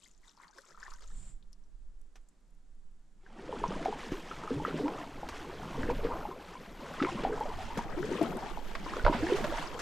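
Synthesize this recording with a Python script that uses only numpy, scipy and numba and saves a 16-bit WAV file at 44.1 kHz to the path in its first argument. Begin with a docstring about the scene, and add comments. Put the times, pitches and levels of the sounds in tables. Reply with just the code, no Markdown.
"""On a calm lake, heard from the seat of a kayak. First it glides: ripples lap at the bow and drops tick on the water.
Then come six paddle strokes. Trapped air pockets ring as gulps, clouds of smaller bubbles over noise make the churn,
splash and spray, and short noise bursts make the slaps. Low noise and deep rings shake and thump the hull.
Moving air rumbles softly on the microphone, over the faint hush of the lake and a thin, very high hiss."""
import sys
import numpy as np
from scipy import signal
from scipy.fft import rfft, irfft, next_fast_len
from scipy.io import wavfile
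from scipy.ndimage import uniform_filter1d
from numba import njit

SR = 44100
rng = np.random.default_rng(int(sys.argv[2]) if len(sys.argv) > 2 else 0)


def to_wav(s):
    """Save 16-bit WAV."""
    ch = np.atleast_2d(s).T  # columns
    pcm = np.round(np.clip(ch, -1, 1) * 32767)  # PCM
    wavfile.write(sys.argv[1], SR, pcm.astype(np.int16))


N = 432621
TIME = np.arange(N) / SR  # seconds

# Paddle strokes, from the moment the blade goes in: (time [s], length of pull [s], strength [dB],
# extra deep churn [dB], extra splash [dB], extra spray [dB], hull shudder [dB])
STROKES = [(3.45, 0.394, -3, -1.5, 0.5, -3.5, -57.5), (4.49, 0.367, -1, 2.5, 3, 1, -56),
           (5.72, 0.3476, -0.5, 1, 3.5, -0.5, -43.5), (6.99, 0.3605, 0.5, -4.5, 3.5, -1, -59.5),
           (7.95, 0.391, -1, 3, 2, 0, -58.5), (9.04, 0.401, 3.5, -2, 0, 0.5, -52)]
# Which side the blade sounds come from: (time [s], left minus right before the image is narrowed [dB])
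BLADE_SIDE = [(3.3, -6), (4.1, 6), (5.7, -4), (6.1, 5.5), (6.7, 7), (7.2, 1), (7.7, 1), (7.95, 4),
              (8.3, 4.5), (8.7, 3.5), (9.1, -1.5), (9.5, -0.5), (9.8, 3)]
# Tone colour of the large bubbles below the blade: (frequency [Hz], level per Hz [dB])
CHURN_COLOUR = [(60, -50), (105, -15.5), (160, -4.5), (240, -1), (420, -0.5), (600, -4), (900, -29),
                (1600, -51.5)]
# Tone colour of the water sloshing at the surface: (frequency [Hz], level per Hz [dB])
SLOSH_COLOUR = [(350, -30.5), (600, -3), (900, -0.5), (1300, -4.5), (1700, -13.5), (2400, -20), (4000, -51)]
# Tone colour of the small bubbles in the splash: (frequency [Hz], level per Hz [dB])
SPLASH_COLOUR = [(800, -25.5), (1400, -1.5), (1900, -2), (2400, -3), (3300, -4), (4300, -19), (7000, -45)]
# Tone colour of the fine spray: (frequency [Hz], level per Hz [dB])
SPRAY_COLOUR = [(2400, -12.5), (3700, -0.5), (4500, 0), (5500, -1.5), (7500, -5), (10000, -12),
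                (13000, -26), (15000, -44)]
# How the water answers a pull: (level [dB], delay after the blade goes in, negative is earlier [s],
# attack [s], release [s], level between pulls [dB])
DEEP_CHURN = (-41, 0, 0.15, 0.1076, -49)
SURFACE_SLOSH = (-44.5, 0.1265, 0.253, 0.1127, -51)
SPLASHING = (-52.5, -0.06, 0.3239, 0.0014, -54.5)
FINE_SPRAY = (-60, -0.08, 0.2, 0.2954, -61)


def paddle():
    """The blade gulps air, churns the water below, sloshes the surface, splashes and throws spray."""
    _, _, strength_db, depth_db, splash_db, spray_db, _ = np.transpose(STROKES)
    # large bubbles are few and ring alone; small ones are many and merge into a hiss
    large = cloud(CHURN_COLOUR, rate=170, cycles=2.8, spread_db=3, wash_db=-7, scatter=.06)
    medium = cloud(SLOSH_COLOUR, rate=400, cycles=3.8, spread_db=3, wash_db=-5, scatter=.19)
    small = cloud(SPLASH_COLOUR, rate=1000, cycles=5, spread_db=3.4, wash_db=-2, scatter=.26)
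    fine = cloud(SPRAY_COLOUR, rate=1800, cycles=2.2, spread_db=4, wash_db=-1, scatter=.27)
    # quick spurts and slower surges, shared by all layers but the deep churn
    spurts = undb(0.964 * waver(70) + 1.535 * waver(12))
    gurgling, hissing = wake(0), wake(1)
    churn = stirred(DEEP_CHURN, strength_db + depth_db, gurgling) * large
    slosh = stirred(SURFACE_SLOSH, strength_db, gurgling) * medium
    splash = stirred(SPLASHING, strength_db + splash_db, hissing) * small
    spray = stirred(FINE_SPRAY, strength_db + spray_db, hissing) * fine
    blade = churn + spurts * (slosh + splash + spray) + gulps()
    return blade * pan(curves(BLADE_SIDE)[0])


# The loudest air pockets at the blade: (time [s], starting pitch [Hz], level before gain_db [dB], decay [s])
GULPS = [(3.491, 498.5, -31.5, 0.0061), (3.526, 887, -30, 0.0031), (3.530, 435.6, -33, 0.0116),
         (3.616, 394.7, -32.5, 0.0087), (3.639, 975, -18.5, 0.0022), (3.68, 171.4, -35, 0.0275),
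         (3.857, 733, -20.5, 0.0078), (3.881, 423.2, -26.5, 0.0105), (3.926, 848, -27.5, 0.00285),
         (4.118, 289.3, -22.5, 0.00114), (4.127, 384.5, -35, 0.0111), (4.313, 1292, -31, 0.00377),
         (4.4364, 1206, -32, 0.0022), (4.476, 1235, -32.5, 0.00475), (4.505, 437.4, -26.5, 0.01),
         (4.511, 243, -26.5, 0.0248), (4.56, 128.4, -34.5, 0.0266), (4.599, 841.4, -32.5, 0.0096),
         (4.650, 1267, -20, 0.00232), (4.741, 294, -25, 0.00099), (4.795, 416, -33, 0.0357),
         (4.835, 268.7, -28, 0.0304), (4.856, 884, -34.5, 0.0193), (4.880, 795, -31, 0.0063),
         (5.231, 790, -30.5, 0.00367), (5.787, 239, -31, 0.026), (5.8324, 1600, -26, 0.00077),
         (5.887, 452.5, -26.5, 0.0158), (5.8996, 900, -23, 0.0022), (6.047, 443.2, -22, 0.01),
         (6.109, 910, -31.5, 0.0058), (6.120, 1143, -32.5, 0.0058), (6.134, 968, -33.5, 0.0057),
         (6.252, 830, -29, 0.0033), (6.286, 363.7, -35.5, 0.0099), (6.312, 1007, -35.5, 0.0048),
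         (6.553, 984, -38.5, 0.0057), (7.002, 1272, -26.5, 0.0058), (7.015, 258.2, -20.5, 0.0055),
         (7.035, 344, -21, 0.0036), (7.0475, 2180, -29, 0.00186), (7.048, 1274, -22.5, 0.00154),
         (7.069, 982, -30, 0.0075), (7.151, 199.7, -29, .014), (7.234, 438, -29, 0.0092),
         (7.249, 749, -19.5, 0.00786), (7.295, 433, -29, 0.0223), (7.320, 398.3, -30.5, 0.02),
         (7.409, 847.6, -27, 0.0114), (7.4545, 600, -29, 0.0021), (7.5006, 972, -33.5, 0.0034),
         (7.586, 725, -36, 0.014), (7.7024, 870, -37, 0.0182), (7.771, 438, -28, 0.0031),
         (7.775, 199.4, -28.5, 0.013), (7.790, 897, -25.5, 0.00395), (7.973, 334, -31, 0.0277),
         (8.028, 404.8, -32, 0.0262), (8.0294, 1474, -28.5, 0.00101), (8.113, 364.5, -24, 0.0079),
         (8.212, 663.8, -23, 0.00514), (8.213, 310.8, -19, 0.0042), (8.230, 211.4, -31.5, 0.0248),
         (8.573, 854.5, -30, 0.00276), (8.863, 997, -34, 0.0047), (8.9358, 1217, -25.5, 0.00175),
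         (8.9665, 444, -24, 0.00207), (8.968, 1215, -30, 0.00174), (8.9957, 1442, -33, .005),
         (9.051, 604, -23, 0.0045), (9.064, 549, -18.5, 0.00594), (9.0644, 924, -13, 0.00086),
         (9.064, 1373, -18, 0.0028), (9.081, 601, -25.5, 0.0114), (9.079, 928, -18.5, 0.0037),
         (9.095, 288, -20, 0.0016), (9.1268, 948.5, -24.5, 0.0044), (9.144, 211.4, -28, 0.014),
         (9.224, 299.3, -27, 0.034), (9.2679, 1740, -28.5, 0.00227), (9.298, 464.9, -29, 0.0242),
         (9.320, 372, -18, 0.0129), (9.4425, 579, -26.5, 0.0071), (9.523, 596, -29, 0.00575)]
GULP_SWELL_CYCLES = 1.3  # a pocket reaches full swing in about one cycle
GULP_RISE_PER_S = 4.365  # relative pitch rise as it nears the surface
# Fainter pockets come by chance
STRAY_PER_S = 14
STRAY_LOW_HZ, STRAY_HIGH_HZ, STRAY_CYCLES = 421.4, 1925, 5.05  # pitch range; average decay in cycles
# basic level before the wake and gain_db; added during a pull; from weakest to strongest
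STRAY_DB, STRAY_PULL_DB, STRAY_RANGE_DB = -47, 8.5, 5.5


def gulps(gain_db=1.54):
    """Trapped air rings and glides up: a few loud pockets, and faint ones that grow with the pull."""
    when, pitch, life, size = rng.random((int(STRAY_PER_S * N / SR), 4)).T
    at = (when * N).astype(int)
    _, lag, attack, release, _ = DEEP_CHURN
    pulling = pulls(np.zeros(len(STROKES)), lag, attack, release)[at]
    stray_hz = STRAY_LOW_HZ * (STRAY_HIGH_HZ / STRAY_LOW_HZ) ** pitch
    gurgling_db = curves(WAKE)[0][at]
    stray_db = STRAY_DB + STRAY_PULL_DB * pulling + gurgling_db + STRAY_RANGE_DB * (size - .5)
    stray_decay = STRAY_CYCLES * (.5 + life) / stray_hz
    strays = np.column_stack([TIME[at], stray_hz, stray_db, stray_decay])
    strays = strays[TIME[at] > WAKE[0][0]]  # none before the paddling starts
    s, hz, db, decay = np.vstack([GULPS, strays]).T
    pockets = bubbles(s, hz, db + gain_db, GULP_SWELL_CYCLES / hz, decay, GULP_RISE_PER_S, scatter=0.0486)
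    return splatter(pockets, tail_s=0.01424, tail_db=-6.0)


def pulls(levels_db, lag, attack, release):
    """One swell for each stroke, at the given levels."""
    swells = [undb(db) * envelope(stroke[0] + lag, attack, stroke[1], release)
              for stroke, db in zip(STROKES, levels_db)]
    return sum(swells)


def stirred(response, strokes_db, running):
    """Gain of one kind of water noise: the pulls on top of the running wake."""
    db, lag, attack, release, wake_db = response
    pulled = undb(db) * pulls(strokes_db, lag, attack, release)
    return np.hypot(pulled, undb(wake_db) * running)


# Water that keeps running along the hull between pulls, relative levels:
# (time [s], gurgling [dB], hiss [dB])
WAKE = [(3.16, -27.5, -26.5), (3.42, -0.5, -3.5), (3.65, 1, 0), (4.05, -1.5, 3.5), (4.28, -2, 1),
        (4.45, 1, -1), (5.03, 0, 1.5), (5.17, 0.5, 0), (5.4, -1, 0), (5.62, 5, 2), (6.3, 1, -3.5),
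        (6.58, -5, -3), (6.85, 2, 1.5), (7.35, 4.5, 0.5), (7.62, -2.5, 2), (7.9, 4.5, -1.5), (8.6, -3, 0),
        (8.92, 4.5, 4.5), (9.6, 0.5, 7.5), (9.81, 4, 0)]


def wake(column):
    """Gain of the water running along the hull, gurgling (0) or hissing (1); silent until paddling starts."""
    fade_in = np.clip((TIME - WAKE[0][0]) / .1, 0, 1)
    return undb(curves(WAKE)[column]) * fade_in


# The hull is bumped and rocks: (time of full level [s], level [dB], release [s])
BUMPS = [(4.12, -49, 0.041), (4.56, -53.5, .06), (5.2, -50.5, 0.296), (7.55, -45.5, .25),
         (9.22, -39, 0.028), (9.79, -48, .2)]
# A hard stroke shoves the water and the hull: (time [s], pitch [Hz], level [dB], swell [s], decay [s],
# relative pitch rise [1/s])
SHOVES = [(9.04, 28.2, -16.5, 0.0045, 0.0343, 0), (9.051, 81, -25.5, 0.0068, 0.014, 0)]
# Tone colour of the shaking hull: (frequency [Hz], level per Hz [dB])
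SHUDDER_COLOUR = [(25, -12), (60, 4.5), (90, -0.5), (120, -2.5), (170, -37.5), (400, -80)]
SHUDDER_ATTACK_S, SHUDDER_RELEASE_S, SHUDDER_WAKE_DB = 0.106, .1, -59
BUMP_ATTACK_S = 0.057


def hull():
    """Each pull shakes the boat, bumps rock it, and a hard last stroke thumps it, more on the right."""
    pulled = pulls(np.transpose(STROKES)[-1], 0, SHUDDER_ATTACK_S, SHUDDER_RELEASE_S)
    rocked = sum(undb(db) * envelope(s - BUMP_ATTACK_S, BUMP_ATTACK_S, BUMP_ATTACK_S, release)
                 for s, db, release in BUMPS)
    gain = np.hypot(pulled + rocked, undb(SHUDDER_WAKE_DB) * wake(0))
    shudder = gain * unit(colour(noise(0.45), SHUDDER_COLOUR))
    thump = bubbles(*np.transpose(SHOVES)) * pan(-6.5)
    return shudder + thump


# Flat slaps of water on blade and hull: (time [s], level before gain_db [dB],
# bright edge relative to the body [dB], decay [s])
SLAPS = [(1.018, -51, -15, 0.0183), (2.155, -47.5, -6.5, 0.0124), (3.632, -38, -26.5, 0.0112),
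         (3.849, -31.5, -15, 0.0126), (4.117, -38.5, -9.5, .021), (4.670, -35.5, -29.5, 0.039),
         (4.880, -28, -33, 0.0042), (5.287, -29.5, -9, 0.0102), (6.030, -37, -21.5, 0.065),
         (6.996, -32.5, -30.5, 0.0134), (7.024, -22.5, -29, 0.00746), (7.232, -32, -34.5, 0.0276),
         (7.772, -31, -10, 0.0208), (8.215, -31.5, -11.5, 0.0044), (8.751, -25.5, -19, 0.00776),
         (8.966, -31, -15.5, 0.0039), (9.048, -21.5, -34.5, 0.0063), (9.061, -28, -35, 0.0225),
         (9.122, -29, -33, 0.0667), (9.355, -33.5, -8, 0.054), (9.441, -25.5, -18.5, 0.009),
         (9.788, -30.5, -7.5, 0.033)]
# Tone colour of the body of a slap: (frequency [Hz], level per Hz [dB])
SLAP_COLOUR = [(150, -2), (400, 6), (1600, 8), (3500, -3), (5000, -8), (7000, -34), (14000, -39)]
SLAP_SWELL_SHARE = 0.166  # rise time as a share of the decay


def slaps(gain_db=-7):
    """Sheets of water hit flat: short bursts of noise, some with a bright edge."""
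    body, edge = np.zeros((2, N))
    for s, db, treble_db, decay in SLAPS:
        swell = SLAP_SWELL_SHARE * decay
        burst = undb(db + gain_db) * envelope(s, swell, swell, decay)
        body += burst
        edge += burst * undb(treble_db)
    dull = unit(colour(noise(0.37), SLAP_COLOUR))
    bright = unit(colour(noise(0.79), [(2500, -15), (6000, 2), (14000, -19.5)]))
    return body * dull + edge * bright


# Wavelets that break on the bow, levels before trimming:
# (time of the crest [s], lapping [dB], gurgle [dB], fizz [dB])
RIPPLES = [(0.038, -68, -80, -63.5), (0.272, -60, -73.5, -66.5), (.43, -52.5, -74.5, -70.5),
           (.585, -60.5, -62, -63.5), (.70, -60, -63.5, -68.5), (.825, -51, -75, -67),
           (.905, -56, -69.5, -64.5), (1.036, -71.5, -66, -67.5), (1.11, -70, -79, -77)]
# Tone colour of the gurgle: (frequency [Hz], level per Hz [dB])
GURGLE_COLOUR = [(200, -27), (330, -4), (500, -5), (700, -6.5), (1100, -32.5)]
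# Tone colour of the lapping: (frequency [Hz], level per Hz [dB])
LAP_COLOUR = [(400, -23), (780, -12), (980, -0.5), (1750, -6.5), (2300, -12), (4000, -37)]
# Tone colour of the fizz: (frequency [Hz], level per Hz [dB])
FIZZ_COLOUR = [(1800, -19.5), (3400, -4.5), (5500, -2.5), (7500, 0), (9500, -13), (12000, -15.5),
               (14000, -35.5)]
RIPPLE_ATTACK_S, RIPPLE_RELEASE_S = 0.0598, 0.0678


def bow():
    """Small ripples break on the bow and die away; their lapping and fizz lie to the left."""
    s, lap_db, gurgle_db, fizz_db = np.transpose(RIPPLES)
    waves = np.array([envelope(crest - RIPPLE_ATTACK_S, RIPPLE_ATTACK_S, RIPPLE_ATTACK_S, RIPPLE_RELEASE_S)
                      for crest in s])
    deep = cloud(GURGLE_COLOUR, rate=98, cycles=3.1, spread_db=3.5, wash_db=-8, scatter=0.608)
    middle = cloud(LAP_COLOUR, rate=360, cycles=4.1, spread_db=6.5, wash_db=-4, scatter=0.67)
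    crackle = cloud(FIZZ_COLOUR, rate=1300, cycles=3, spread_db=4.5, wash_db=-6, scatter=.4)
    gurgle = undb(gurgle_db - 2.0) @ waves * deep
    lap = undb(lap_db - 1.5) @ waves * middle * pan(4.8)
    fizz = undb(fizz_db + 2.0) @ waves * crackle * pan(15.2)
    return gurgle + lap + fizz


# Bubbles in the bow wave: (time [s], starting pitch [Hz], level before trimming [dB], decay [s])
PLIPS = [(0.0593, 2000, -55, 0.0048), (.2799, 3710, -51.5, 0.00093), (0.3749, 1004, -49, 0.00175),
         (.434, 1975, -45.5, 0.0017), (.454, 1112, -54.5, .0024), (0.5845, 1567, -38, 0.00128),
         (.5872, 496, -54, 0.0087), (.6356, 1301, -56.5, 0.0065), (.7034, 1290, -55, 0.0042),
         (0.7457, 1270, -48, 0.0053), (0.7748, 1226, -47, 0.00207), (0.8285, 1617, -35.5, 0.0015),
         (.864, 1765, -38.5, 0.00098), (0.8798, 1048, -41.5, 0.00184), (0.9186, 1236, -41.5, 0.00146),
         (0.9496, 1470, -55, 0.00285), (1.1025, 1246, -56.5, .003), (3.263, 1590, -45.5, 0.0027)]
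# Drops falling from the paddle: (time [s], level before trimming [dB], starting pitch [Hz])
DROPS = [(.0628, -59, 6310), (.1136, -52.5, 6960), (.178, -55, 6900), (.3695, -52.5, 5200),
         (.4808, -49, 4400), (.5107, -44.5, 5880), (.5837, -47.5, 5160), (.8006, -42.5, 7160),
         (.834, -46.5, 5010), (.9053, -47.5, 7140), (.9373, -42.5, 5660), (1.0226, -44.5, 5060),
         (1.0765, -46.5, 6800), (1.0969, -52.5, 7500), (1.4265, -55.5, 3650), (1.53, -47.5, 5330),
         (1.6382, -54.5, 5670), (2.2872, -56.5, 7320), (3.68, -39, 5600), (7.4914, -40, 4730),
         (9.674, -35, 5080)]


def drips():
    """Bubbles plip in the bow wave; falling drops ring tiny ones that fade within milliseconds."""
    s, hz, db, decay = np.transpose(PLIPS)
    plips = bubbles(s, hz, db + .5, swell=0.00128, decay=decay, rise=8.7, scatter=0.156) * pan(12.0)
    s, db, hz = np.transpose(DROPS)
    drops = bubbles(s, hz, db - .5, swell=0.00015, decay=0.000563, rise=21, scatter=0.165) * pan(28)
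    return splatter(plips + drops, tail_s=0.0042, tail_db=-3.5)


# Drops that land on something hard: (time [s], level before colouring [dB])
TICKS = [(.586, -55), (.937, -55), (1.530, -54.5), (2.015, -58.5), (2.289, -58.5), (5.289, -45),
         (6.428, -53.5), (6.934, -54), (7.402, -45.5), (7.630, -50), (7.776, -46), (8.229, -40),
         (8.370, -42), (8.5, -52)]


def ticks(decay_s=0.00042, faint_rate=22, faint_db=-80, spread_db=4.0):
    """Drops on hard surfaces click dry and bright; many faint ones patter between them."""
    s, db = np.transpose(TICKS)
    when, size = rng.random((int(faint_rate * N / SR), 2)).T
    hits = np.zeros(N)
    hits[(when * N).astype(int)] = undb(faint_db - spread_db * np.log(1 - .98 * size))
    hits[(s * SR).astype(int)] = undb(db)
    t = TIME[:SR // 100] / decay_s
    click = t * np.exp(1 - t)
    bursts = signal.fftconvolve(hits, click)[:N] * noise(0.87)
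    bright = [(2500, -25), (5000, -2.5), (7300, 3), (10000, 4.5), (13500, -5), (15500, -18.5)]
    return colour(bursts, bright) * pan(9.4)


# Level of the highest treble, before it flickers: (time [s], level [dB])
TOP_HISS_LEVEL = [(3.85, -94.5), (4.1, -73.5), (4.4, -79.5), (4.7, -73), (5.0, -78), (5.9, -72), (6.7, -76),
                  (7.4, -77.5), (8.3, -70.5), (8.6, -72.5), (9.3, -70), (9.81, -73)]
# Tone colour of the highest treble: (frequency [Hz], level per Hz [dB])
TOP_HISS_COLOUR = [(6500, -35), (9000, -19), (11000, 2.5), (13000, 4.5), (13900, 0.5), (14600, -15),
                   (15500, -24.5)]


def top_hiss():
    """A thin, very high hiss on the left starts after the first stroke, swells and flickers."""
    started = TIME > TOP_HISS_LEVEL[0][0]
    gain = undb(curves(TOP_HISS_LEVEL)[0] + 2.27 * waver(25)) * started
    return gain * unit(colour(noise(1), TOP_HISS_COLOUR)) * pan(12.4)


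# Moving air on the microphone, before random gusts: (time [s], level [dB])
WIND = [(0, -68), (.19, -53.5), (.32, -70.5), (.7, -66.5), (.87, -45.5), (1.16, -39), (1.45, -50),
        (1.85, -43), (2.35, -58), (2.8, -48), (3.3, -52), (3.7, -43), (4.45, -49), (5.6, -50.5),
        (5.87, -37), (6.2, -42.5), (6.4, -53.5), (6.9, -48), (7.2, -44), (7.9, -39.5), (8.2, -54),
        (8.53, -40), (9.45, -39.5), (9.81, -46.5)]
# Tone colour of the moving air: (frequency [Hz], level per Hz [dB])
RUMBLE_COLOUR = [(8, -4.5), (20, -1), (28, -4.5), (42, -14), (60, -29.5), (100, -47), (200, -58),
                 (500, -99)]
# Tone colour of a short hissing puff: (frequency [Hz], level per Hz [dB])
PUFF_COLOUR = [(60, 10.5), (170, 8), (400, -12), (2000, -16), (6500, -19.5), (7300, 1), (9300, -14.5),
               (10100, -39), (14000, -37)]
# Tone colour of the hush of the lake: (frequency [Hz], level per Hz [dB])
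LAKE_COLOUR = [(40, -5), (100, -8.5), (165, -3.5), (300, -1.5), (600, -9), (1700, -14), (2400, -20),
               (5000, -21), (6500, -20), (7400, -17.5), (9500, -25), (12000, -37.5), (13200, -38),
               (15000, -51)]
# Tone colour of the low murmur: (frequency [Hz], level per Hz [dB])
MURMUR_COLOUR = [(90, -25), (150, 6.5), (200, 7), (280, -5), (500, -43.5)]
GUST_DB, GUSTS_PER_S = 1.5, 9
PUFF_S, PUFF_DB, PUFF_ATTACK_S, PUFF_LENGTH_S, PUFF_RELEASE_S = 1.0673, -53, 0.111, 0.2297, 0.0356
LAKE_DB = -72.5


def air():
    """Slow eddies on the microphone, one hissing puff, and the hush of the lake with a wavering low murmur."""
    wind_gain = undb(curves(WIND)[0] + GUST_DB * waver(GUSTS_PER_S))
    rumble = wind_gain * unit(colour(noise(0.53), RUMBLE_COLOUR)) * pan(-7.5)
    puff_gain = undb(PUFF_DB) * envelope(PUFF_S, PUFF_ATTACK_S, PUFF_LENGTH_S, PUFF_RELEASE_S)
    puff = puff_gain * unit(colour(noise(1.0), PUFF_COLOUR))
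    hush = undb(LAKE_DB) * unit(colour(noise(1.0), LAKE_COLOUR))
    murmur_db, = curves([(0, -80), (1.4, -72), (2.2, -79.5), (2.5, -71.5), (3.2, -72.5)])
    murmur = undb(murmur_db + 2.2 * waver(16)) * unit(colour(noise(1.0), MURMUR_COLOUR)) * pan(-8)
    return rumble + puff + hush + murmur


def cloud(spectrum, rate, cycles, spread_db, wash_db, scatter):
    """Many bubbles of mixed sizes (rate per second) over a wash of turbulence, at an rms of 1."""
    hz, db = np.transpose(spectrum)
    heard = hz[db > db.max() - 20]  # bubbles only where the colour is strong
    when, pitch, size, life, depth = rng.random((int(rate * N / SR), 5)).T
    hz = heard[0] * (heard[-1] / heard[0]) ** pitch
    # small bubbles die sooner; their extra height evens out the spectrum before it is coloured
    decay = cycles * (.5 + life) / hz
    db = -spread_db * np.log(1 - .98 * size) + 10 * np.log10(hz / heard[0])
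    # most bubbles glide up towards the surface, a few are dragged down
    rise = 0.0852 * (depth - .2) / decay
    swell = decay * (0.163 + 0.51 * life)
    grains = unit(colour(bubbles(when * N / SR, hz, db, swell, decay, rise, scatter), spectrum))
    wash = unit(colour(noise(2 * scatter), spectrum))
    return unit(grains + undb(wash_db) * wash)


def bubbles(s, hz, db, swell, decay, rise, scatter=0):
    """Ring a set of bubbles, scattered from left to right."""
    rows = np.column_stack(np.broadcast_arrays(
        s, hz, undb(db), np.abs(swell), np.maximum(decay, 1 / SR), rise))
    left_share = np.clip(.5 + scatter * rng.standard_normal(len(rows)), 0, 1)
    return ring(rows, left_share)


@njit
def ring(rows, left_share):
    """Each bubble swells, then rings down while its pitch glides (up if rise is positive)."""
    out = np.zeros((2, N))
    for k in range(len(rows)):
        s, hz, size, swell, decay, rise = rows[k]
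        start = max(int(s * SR), 0)
        for i in range(min(int((swell + 6 * decay) * SR), N - start)):
            t = i / SR
            swing = t / swell if t < swell else np.exp((swell - t) / decay)
            v = 2 * size * swing * np.sin(2 * np.pi * hz * t * (1 + rise * t / 2))
            out[0, start + i] += v * left_share[k]
            out[1, start + i] += v * (1 - left_share[k])
    return out


def splatter(x, tail_s, tail_db):
    """Hull and water surface throw each sound back as a short, uneven tail."""
    t = np.arange(SR // 8) / SR
    common, own = rng.standard_normal(len(t)), rng.standard_normal((2, len(t)))
    fade = np.exp(-t / tail_s) * (1 - np.exp(-t / 0.0048))
    tail = (common + 0.137 * own) * fade
    tail /= np.linalg.norm(tail[0])
    return x + undb(tail_db) * signal.fftconvolve(x, tail, axes=1)[:, :N]


def envelope(start, attack, length, release):
    """Rise from the start, hold until the length is over, then die away."""
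    t = TIME - start
    return np.clip(t / attack, 0, 1) * np.exp(-np.maximum(t - length, 0) / release)


def waver(rate):
    """Random levels, a new one every 1 / rate seconds, smoothed twice; rms of 1."""
    hold = int(SR / rate)
    steps = np.repeat(rng.standard_normal(N // hold + 1), hold)
    smooth = uniform_filter1d(uniform_filter1d(steps, hold), hold)
    return unit(smooth[:N])


def noise(side):
    """Stereo noise; side sets how much the two ears differ."""
    mid, difference = rng.standard_normal((2, N))
    return unit(mid + side * difference * np.array([[1], [-1]]))


def colour(x, points):
    """Causal filter with the given spectrum, so that attacks stay sharp."""
    size = next_fast_len(N + SR)
    size += size % 2
    hz, db = np.transpose(points)
    bins_hz = np.arange(size // 2 + 1) * SR / size
    log_gain = np.interp(np.log(bins_hz + 1), np.log(hz), np.log(undb(db)))
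    # folding the cepstrum forward in time gives minimum phase: no sound before its cause
    cepstrum = irfft(log_gain)
    cepstrum[1:size // 2] *= 2
    cepstrum[size // 2 + 1:] = 0
    return irfft(rfft(x, size) * np.exp(rfft(cepstrum)))[..., :N]


def pan(db):
    """Left and right gains for a level difference; positive is left."""
    gains = undb(np.array([[.5], [-.5]]) * db)
    return gains / gains.mean(axis=0)


def unit(x):
    """Scale to an rms of 1."""
    return x / np.sqrt(np.mean(x ** 2))


def curves(table):
    """The columns of a table, joined by straight lines in time."""
    s, *columns = np.transpose(table)
    return [np.interp(TIME, s, c) for c in columns]


def undb(db):
    """Decibels to gain."""
    return 10 ** (np.asarray(db) / 20)


# Width of the stereo image: (time [s], share of the left-right difference kept [0-1])
WIDTH = [(3.2, 0.46), (3.4, 0), (3.95, 0.02), (4.1, 0), (5.7, 0), (5.9, 0.04), (7.4, 0.3), (7.9, 0.86)]


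def scene():
    """All sources; the image narrows almost to a point during the first strokes and opens again."""
    left, right = paddle() + hull() + slaps() + bow() + drips() + ticks() + air()
    side = curves(WIDTH)[0] * (left - right) / 2
    narrowed = (left + right) / 2 + side * np.array([[1], [-1]])
    return narrowed + top_hiss()  # the top hiss keeps its own width


TOP_HZ = 15400


def record(dry):
    """A steep low-pass filter removes the highest treble."""
    low_pass = signal.ellip(8, .2, 70, TOP_HZ, fs=SR, output="sos")
    return signal.sosfilt(low_pass, dry)


dry = scene()
out = record(dry)
to_wav(out)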